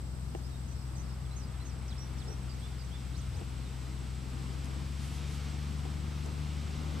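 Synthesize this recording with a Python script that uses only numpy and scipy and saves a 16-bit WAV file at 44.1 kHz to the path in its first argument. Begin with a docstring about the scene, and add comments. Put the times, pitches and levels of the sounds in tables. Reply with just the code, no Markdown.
"""From the start, air rushes over the wings and struts of a low glider approaching a hand-held camcorder across
a mown field; a breeze blows, bush crickets rasp and a distant three-cylinder engine idles. From 0.3 s to 3.7 s
a songbird whistles paired notes in the trees on the right, while gusts buffet the microphone and the camera
takes two knocks, the first a hard one. At 4.3 s the engine picks up a little. Two more knocks follow near 6 s,
and the glider's rush ends louder and brighter than it began."""
import sys
import numpy as np
from scipy import signal
from scipy.fft import rfft, irfft
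from scipy.io import wavfile
from scipy.ndimage import uniform_filter1d

SR = 44100
rng = np.random.default_rng(int(sys.argv[2]) if len(sys.argv) > 2 else 0)


def log_audio(samples):
    """Write samples as a 16-bit WAV file to the path given in sys.argv[1]."""
    # one column per channel
    frames = np.atleast_2d(samples).T
    # limit to full scale, then quantise
    limited = np.clip(frames, -1, 1)
    pcm = np.round(limited * 32767).astype(np.int16)
    wavfile.write(sys.argv[1], SR, pcm)


N = 308700
TIME = np.arange(N) / SR

# whine of the tape drive: (harmonic of the drum rate [1], rms level [dB])
DRUM_HARMONICS = [(16, -82), (17, -79.5), (18, -82), (19, -81), (34, -94), (36, -93), (37, -93), (38, -94)]

# spectra of the wind over the field, its hiss and the trees: (frequency [Hz], density level [dB])
WIND_SPECTRUM = [(30, -23), (200, -5.5), (450, 0.5), (800, -0.5), (1300, -7.5), (2000, -10.5),
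                 (3200, -10.5), (5200, -9), (6600, -15), (9500, -18.5), (12000, -18.5), (15000, -23)]
HISS_SPECTRUM = [(1500, -20), (4000, -3), (8000, 1), (12000, -4), (15000, -22)]
TREE_SPECTRUM = [(300, -7), (550, 9), (800, -2), (1200, 4), (1800, -18)]
# swells of hiss, soughs in the trees and gusts on the microphone: (time [s], width [s], level [dB])
HISS_SWELLS = [(5.05, 0.11, -56.5), (5.16, .09, -56.8), (5.335, .11, -57.5)]
TREE_SWELLS = [(1.6, 1, -64), (6.85, 0.64, -59)]
GUST_SWELLS = [(.72, 0.44, -48), (1.35, 0.13, -48), (2.003, 1, -47), (2.547, 0.32, -53), (3.33, 0.39, -41)]
# spectra of gusts, grip, casing clicks and grass ticks: (frequency [Hz], density level [dB])
GUST_SPECTRUM = [(25, -51), (50, 1), (80, 5.5), (110, .5), (160, -22.5), (240, -15), (500, -65)]
GRIP_SPECTRUM = [(120, -22), (300, 4), (450, 8.5), (600, -2.5), (820, 0), (1300, -10.5), (3000, -30)]
CLICK_SPECTRUM = [(1000, -14), (3000, -6), (6000, 11), (10000, 6), (15000, -13)]
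TICK_SPECTRUM = [(7000, -24), (9500, 10), (11000, -7), (14000, -20)]

# shifts of the hand on the grip: (time [s], width [s], level [dB])
GRIP_SWELLS = [(2.3, 0.065, -49), (3.39, 0.12, -53), (3.7, 0.35, -62), (4.45, 1, -61.5), (5.3, 0.28, -58.5),
               (5.87, 0.052, -52), (6.285, 0.088, -53), (6.95, 0.23, -57)]
# clicks of the casing and ticks in the grass: (time [s], t60 [s], level [dB])
CLICK_BURSTS = [(.348, .02, -58), (4.645, .02, -48.5), (4.656, .015, -50), (5.852, .012, -54),
                (6.26, .022, -48)]
TICK_BURSTS = [(1.361, .04, -61), (1.612, .04, -59), (1.824, .04, -65), (1.949, .04, -61),
               (2.072, .04, -63), (2.248, .03, -63), (2.46, .03, -65), (3.447, 0.033, -63)]
# knocks on the camera: (time [s], gain [dB], contact time [s])
IMPACTS = [(0.3491, -29, 0.0019), (3.412, -33.5, 0.004), (5.853, -35.5, 0.0025), (6.262, -38, 0.0027)]
# normal modes of the casing: (frequency [Hz], relative level [dB], t60 [s])
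CASING_MODES = [(359, 0.5, 0.054), (445, 1, 0.031), (673, -2, 0.031), (770, -3.5, 0.041), (1850, -9, 0.016),
                (2300, 0, 0.0066), (2830, 1, 0.0073)]

# chorus of far crickets: (frequency [Hz], density level [dB])
CHORUS_SPECTRUM = [(6500, -34), (7300, -8.5), (7800, -3.5), (8200, -3.5), (8500, -6.5), (9200, -24)]
# near crickets: (stroke rate [Hz], sounding share of the cycle [1], crest pitch [Hz], pitch fall [Hz],
# rasp width [Hz], gain [dB], left minus right [dB])
NEAR_CRICKETS = [(21.3, .72, 8300, 550, 170, -68.3, -3), (20.0, .72, 8020, 900, 260, -67.3, 0),
                 (11.4, .25, 8100, 1150, 150, -66.5, -1)]

# notes of each named bird syllable:
# (offset [s], length [s], first pitch [Hz], middle pitch [Hz], last pitch [Hz], relative level [dB])
SYLLABLE_NOTES = { "slur": [(.015, .035, 4000, 3550, 3100, -8), (.06, .035, 6000, 6100, 6300, -2),
                  (.132, .05, 4750, 5100, 5150, 1), (.205, .066, 4000, 3770, 3750, -1)],
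                  "dip": [(0, .032, 6800, 6150, 5800, -1), (.03, .036, 5800, 6080, 6080, -.5)],
                  "scoop": [(0, .05, 5200, 4350, 3950, 0)],
                  "twitter": [(.029 * k, .029, 3500, 5400, 3700, 0) for k in range(4)],
                  "fall": [(.005, .028, 3550, 3400, 3050, -5), (.066, .04, 3900, 4080, 4250, -2.5),
                  (.114, .074, 6500, 6100, 5050, .5)], "flick": [(0, .03, 5050, 4870, 4800, 0)],
                  "sweep": [(0, .062, 6800, 4350, 3100, -2), (.078, .022, 3200, 4100, 5100, -13),
                  (.1, .078, 5150, 5720, 5600, .5)], "seesaw": [(0, .044, 5050, 4780, 4700, -1),
                  (.05, .022, 5000, 6300, 7400, -6), (.125, .063, 3130, 3460, 3500, 1)],
                  "arch": [(.004, .036, 3300, 4450, 5900, -.5), (.038, .03, 5850, 6250, 5700, -1),
                  (.066, .03, 5300, 3900, 3200, -4.5)], "sigh": [(0, .095, 4400, 4030, 3450, 0)]}
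# the song: (time [s], syllable [name], level [dB])
BIRD_SONG = [(.3, "slur", -61), (.676, "dip", -60.5), (.745, "twitter", -63), (.945, "scoop", -60),
             (.96, "dip", -55), (1.032, "twitter", -61.5), (1.242, "fall", -56), (1.425, "flick", -58),
             (1.532, "fall", -56.5), (1.708, "flick", -63), (1.875, "sweep", -52.5),
             (2.174, "sweep", -54.5), (2.488, "seesaw", -56), (2.788, "seesaw", -55.5),
             (3.138, "arch", -55.5), (3.324, "arch", -58.5), (3.595, "sigh", -62.5)]

# exhaust note, firing on every third order: (order of the working cycle [1], relative level [dB])
EXHAUST_ORDERS = [(2, -24), (3, 0), (4, -12.3), (5, -26), (6, -5.2), (7, -26), (8, -25), (9, -20),
                  (10, -28)]
# spectra of the engine's rumble and clatter: (frequency [Hz], density level [dB])
RUMBLE_SPECTRUM = [(20, -33), (35, -25), (50, 1.5), (80, 4), (115, 2), (160, 4), (230, -7), (400, -37)]
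CLATTER_SPECTRUM = [(70, -5.5), (160, 1.5), (240, 0.5), (320, -3), (450, -13), (600, -21.5), (800, -16),
                    (1300, -16.5), (2200, -25.5)]
# slow drift of the clatter: (time [s], relative level [dB])
CLATTER_LEVELS = [(0, 1.5), (.7, 0.5), (1.4, 1.5), (2.8, 0.5), (4.4, 4), (5.4, 0), (6.5, 0), (7, 1)]

# spectrum of the glider's rush: (frequency [Hz], density level [dB])
RUSH_SPECTRUM = [(200, 1.5), (450, 1), (620, -3.5), (800, 0), (1000, -1), (1300, 2.5), (1700, -2),
                 (2100, 1), (3300, 0), (4600, -3.5), (5600, -5), (7000, -9), (9500, -16.5), (15000, -34)]
# surges and lulls of the rush in uneven air: (time [s], width [s], level change [dB])
RUSH_SURGES = [(1.7, 2.2, 3.5), (4.6, 0.37, 1), (5.316, 0.57, 2.5), (6.95, 1, -1.1)]
# treble of the rush, above 1900 Hz: (time [s], gain [dB])
RUSH_TREBLE = [(1, -10.5), (3.2, -2), (5.3, 1), (6, -1.2), (7, 3)]


def undb(db):
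    """Amplitude ratio of a level: tenfold for every 20 dB."""
    return 10 ** (np.asarray(db) / 20)


def bell(time, width):
    """Gaussian envelope of peak 1, its width taken between the 1/e points."""
    return np.exp(-(2 * (TIME - time) / width) ** 2)


def swells(table):
    """Superposed Gaussian envelopes, one for each row."""
    return sum(undb(db) * bell(time, width) for time, width, db in table)


def bursts(table):
    """Sudden onsets with exponential decay, falling 60 dB in t60."""
    return sum((TIME >= time) * undb(db - 60 * np.abs(TIME - time) / t60) for time, t60, db in table)


def walk(rate_hz):
    """Low-pass random fluctuation with a standard deviation near 1."""
    step = max(int(SR / rate_hz), 1)
    held = np.repeat(rng.standard_normal(N // step + 1), step)
    return 1.2 * uniform_filter1d(uniform_filter1d(held, step), step)[:N]


def pan(left_db):
    """Channel gains for a level difference, left minus right."""
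    return undb(np.array([[left_db], [-left_db]]) / 2)


def noise(spectrum, correlation):
    """Spectrally shaped noise of rms 1; the mid-to-side ratio sets the correlation of the channels."""
    hz, db = np.transpose(spectrum)
    octave = np.log2(np.fft.rfftfreq(N, 1 / SR) + 1)
    roll_off_db = 30 * np.maximum(octave - np.log2(hz[-1]), 0)
    gain = undb(np.interp(octave, np.log2(hz), db) - roll_off_db)
    mid, side = irfft(rfft(rng.standard_normal((2, N))) * gain, N)
    stereo = np.sqrt(1 + correlation) * mid + np.sqrt(1 - correlation) * np.array([side, -side])
    return stereo / stereo.std()


def scatter(direct, t60, wet_db):
    """Scattering by trees and ground adds a diffuse, decaying tail, independent on each side."""
    t = TIME[:SR // 2]
    tail = rng.standard_normal((2, len(t))) * undb(-60 * t / t60)
    tail /= np.sqrt(np.sum(tail ** 2, axis=1, keepdims=True))
    return direct + undb(wet_db) * signal.fftconvolve(direct[None], tail, axes=1)[:, :N]


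def tape_drive(drum_hz=299.7):
    """Periodic rotation of the head drum gives a faint, slightly wavering line spectrum."""
    angle = 2 * np.pi * np.cumsum(drum_hz + .1 * walk(8)) / SR
    return sum(np.sqrt(2) * undb(db + 2 * walk(5)) * np.sin(k * angle) for k, db in DRUM_HARMONICS)


def breeze():
    """Turbulent flow over field and trees makes broadband noise, with soughs and brief swells of hiss."""
    wind = noise(WIND_SPECTRUM, correlation=.041) * undb(-56.5 + .5 * walk(1.6) + .5 * walk(7.4))
    hiss = noise(HISS_SPECTRUM, correlation=0) * swells(HISS_SWELLS)
    trees = noise(TREE_SPECTRUM, correlation=.61) * swells(TREE_SWELLS)
    return wind * pan(.16) + hiss + trees


def buffets():
    """The eddy in each gust imposes a coherent low-frequency pressure on both microphone ports."""
    return noise(GUST_SPECTRUM, correlation=1) * swells(GUST_SWELLS) * pan(2.5)


def grip():
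    """Friction of skin and strap travels through the casing as dull structure-borne sound."""
    return noise(GRIP_SPECTRUM, correlation=.38) * swells(GRIP_SWELLS) * pan(2.2)


def clicks():
    """Damped transients: the plastic casing clicks under the fingers; something ticks in the grass."""
    plastic = noise(CLICK_SPECTRUM, correlation=.5) * bursts(CLICK_BURSTS)
    grass = noise(TICK_SPECTRUM, correlation=.76) * bursts(TICK_BURSTS)
    return plastic + grass


def knocks():
    """A fingertip's impact excites the casing's damped modes, which rock the two ports out of step."""
    out, t = np.zeros((2, N)), TIME[:SR // 6]
    port_phase = np.array([[0], [-1.5]])
    ring = sum(undb(db - 60 * t / t60) * np.sin(2 * np.pi * hz * t + port_phase)
               for hz, db, t60 in CASING_MODES)
    for time, db, contact_s in IMPACTS:
        start = int(time * SR)
        attack = 1 - np.exp(-t / contact_s)  # a softer touch builds up more slowly
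        out[:, start:start + len(t)] += undb(db) * ring * attack
    return out * pan(1.4)


def cricket(strokes_hz, share, crest_hz, fall_hz, width_hz, db, left_db):
    """Stridulation: each wing stroke drags a scraper over a file, then the wings reopen silently."""
    cycle = np.cumsum(strokes_hz * (1 + .035 * walk(2) + .13 * walk(20))) / SR % 1
    stroke = np.minimum(cycle / share, 1)
    crest = .35  # fraction of the stroke at which the pitch peaks
    hz = crest_hz - fall_hz * ((stroke - crest) / (1 - crest)) ** 2 + 85 * walk(17)
    roughness = walk(width_hz) + 1j * walk(width_hz)
    rasp = np.real(roughness * np.exp(2j * np.pi * np.cumsum(hz) / SR))
    envelope = np.sin(np.pi * stroke) * undb(db + walk(1) + 1.8 * walk(11))
    return scatter(rasp * envelope, t60=.18, wet_db=-8) * pan(left_db)


def insects():
    """Far crickets sum incoherently to a noise band behind three near ones; all swell around 4.4 s."""
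    far = noise(CHORUS_SPECTRUM, correlation=.018) * undb(-64.5) * pan(-1.6)
    near = sum(cricket(*row) for row in NEAR_CRICKETS)
    return (near + far) * undb(-.4 + 1.7 * bell(4.4, 2.7))


def bird(pitch_waver=.0037):
    """Frequency modulation: each note is a tone on a parabolic glide, scattered by the wood's edge."""
    hz, gain = np.zeros(N), np.zeros(N)
    for time, syllable, db in BIRD_SONG:
        for offset, length, first_hz, middle_hz, last_hz, note_db in SYLLABLE_NOTES[syllable]:
            span = int((time + offset) * SR) + np.arange(int(length * SR))
            glide = np.polyfit([0, .5, 1], [first_hz, middle_hz, last_hz], 2)
            hz[span] = np.polyval(glide, np.linspace(0, 1, len(span)))
            gain[span] = undb(db + note_db) * signal.windows.tukey(len(span), .3)
    gain *= undb(2.3 * walk(240))
    phase = 2 * np.pi * np.cumsum(hz * (1 + pitch_waver * walk(300))) / SR
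    left, right = scatter(gain * np.sin(phase), t60=.35, wet_db=-11)
    # from the right, the song reaches the left port later and weaker
    return np.array([np.interp(TIME - .000065, TIME, left), right]) * pan(-8)


def engine(idle_hz=63.8, fast_hz=74.3, throttle_s=4.34, spin_up_s=.82):
    """Periodic firing gives harmonics; only low ones carry this far. Note and clatter grow with speed."""
    firing_hz = fast_hz + (idle_hz - fast_hz) * np.exp(-np.maximum(TIME - throttle_s, 0) / spin_up_s)
    speed_db = 20 * np.log10(firing_hz / idle_hz)
    cycle_phase = 2 * np.pi * np.cumsum(firing_hz) / SR / 3 + .012 * walk(25)  # three firings a cycle
    # each firing is a dip of pressure, smeared a little by the silencer
    note = -np.sqrt(2) * sum(undb(db) * np.cos(k * cycle_phase + (k / 6) ** 2)
                             for k, db in EXHAUST_ORDERS)
    note *= undb(-40.5 + 2.1 * speed_db + .18 * walk(10))
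    rumble = noise(RUMBLE_SPECTRUM, correlation=.59) * undb(-48.5 + walk(8.5))
    drift_db = np.interp(TIME, *np.transpose(CLATTER_LEVELS))
    clatter = noise(CLATTER_SPECTRUM, correlation=.76)
    clatter *= undb(-53.5 + 5.5 * speed_db + drift_db + 1.4 * walk(9))
    # from the left, the clatter reaches the right port later
    clatter[1] = np.interp(TIME - .00022, TIME, clatter[1])
    return (note + rumble) * pan(4.3) + clatter * pan(3.4)


def glider(start_m=179, speed_m_s=12.15):
    """Turbulence noise from straight ahead grows by the inverse-distance law; the ground reflects it."""
    distance_m = start_m - speed_m_s * TIME
    approach_db = 20 * np.log10(start_m / distance_m)
    opening_db = np.tanh((TIME - .9) / .087) - 1  # 2 dB fainter until about 0.9 s
    surge_db = sum(db * bell(time, width) for time, width, db in RUSH_SURGES)
    direct = noise(RUSH_SPECTRUM, correlation=1) * undb(.5 * walk(14) + .12 * walk(2.82))
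    # the detour over the ground shortens as the glider sinks
    lag_s = np.interp(TIME, [0, N / SR], [.0026, .0014]) * (1 + .032 * walk(2.23))
    reflected = np.array([np.interp(TIME - lag_s, TIME, side) for side in direct])
    rush = direct + .047 * reflected
    # distance absorbs the treble, so the rush brightens as it nears
    body = signal.sosfiltfilt(signal.butter(2, 1900, fs=SR, output="sos"), rush)
    treble = (rush - body) * undb(np.interp(TIME, *np.transpose(RUSH_TREBLE)))
    return (body + treble) * undb(-58 + approach_db + opening_db + surge_db)


def scene():
    """Superposition: the pressures of all sources add at the two microphone ports."""
    outdoors = glider() + breeze() + buffets() + engine() + bird() + insects()
    return outdoors + knocks() + clicks() + grip() + tape_drive()


def record(dry, cutoff_hz=15350):
    """Band limiting: the camcorder's steep low-pass filter removes the highest treble."""
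    return signal.sosfilt(signal.ellip(10, .2, 70, cutoff_hz, fs=SR, output="sos"), dry)


dry = scene()
out = record(dry)
log_audio(out)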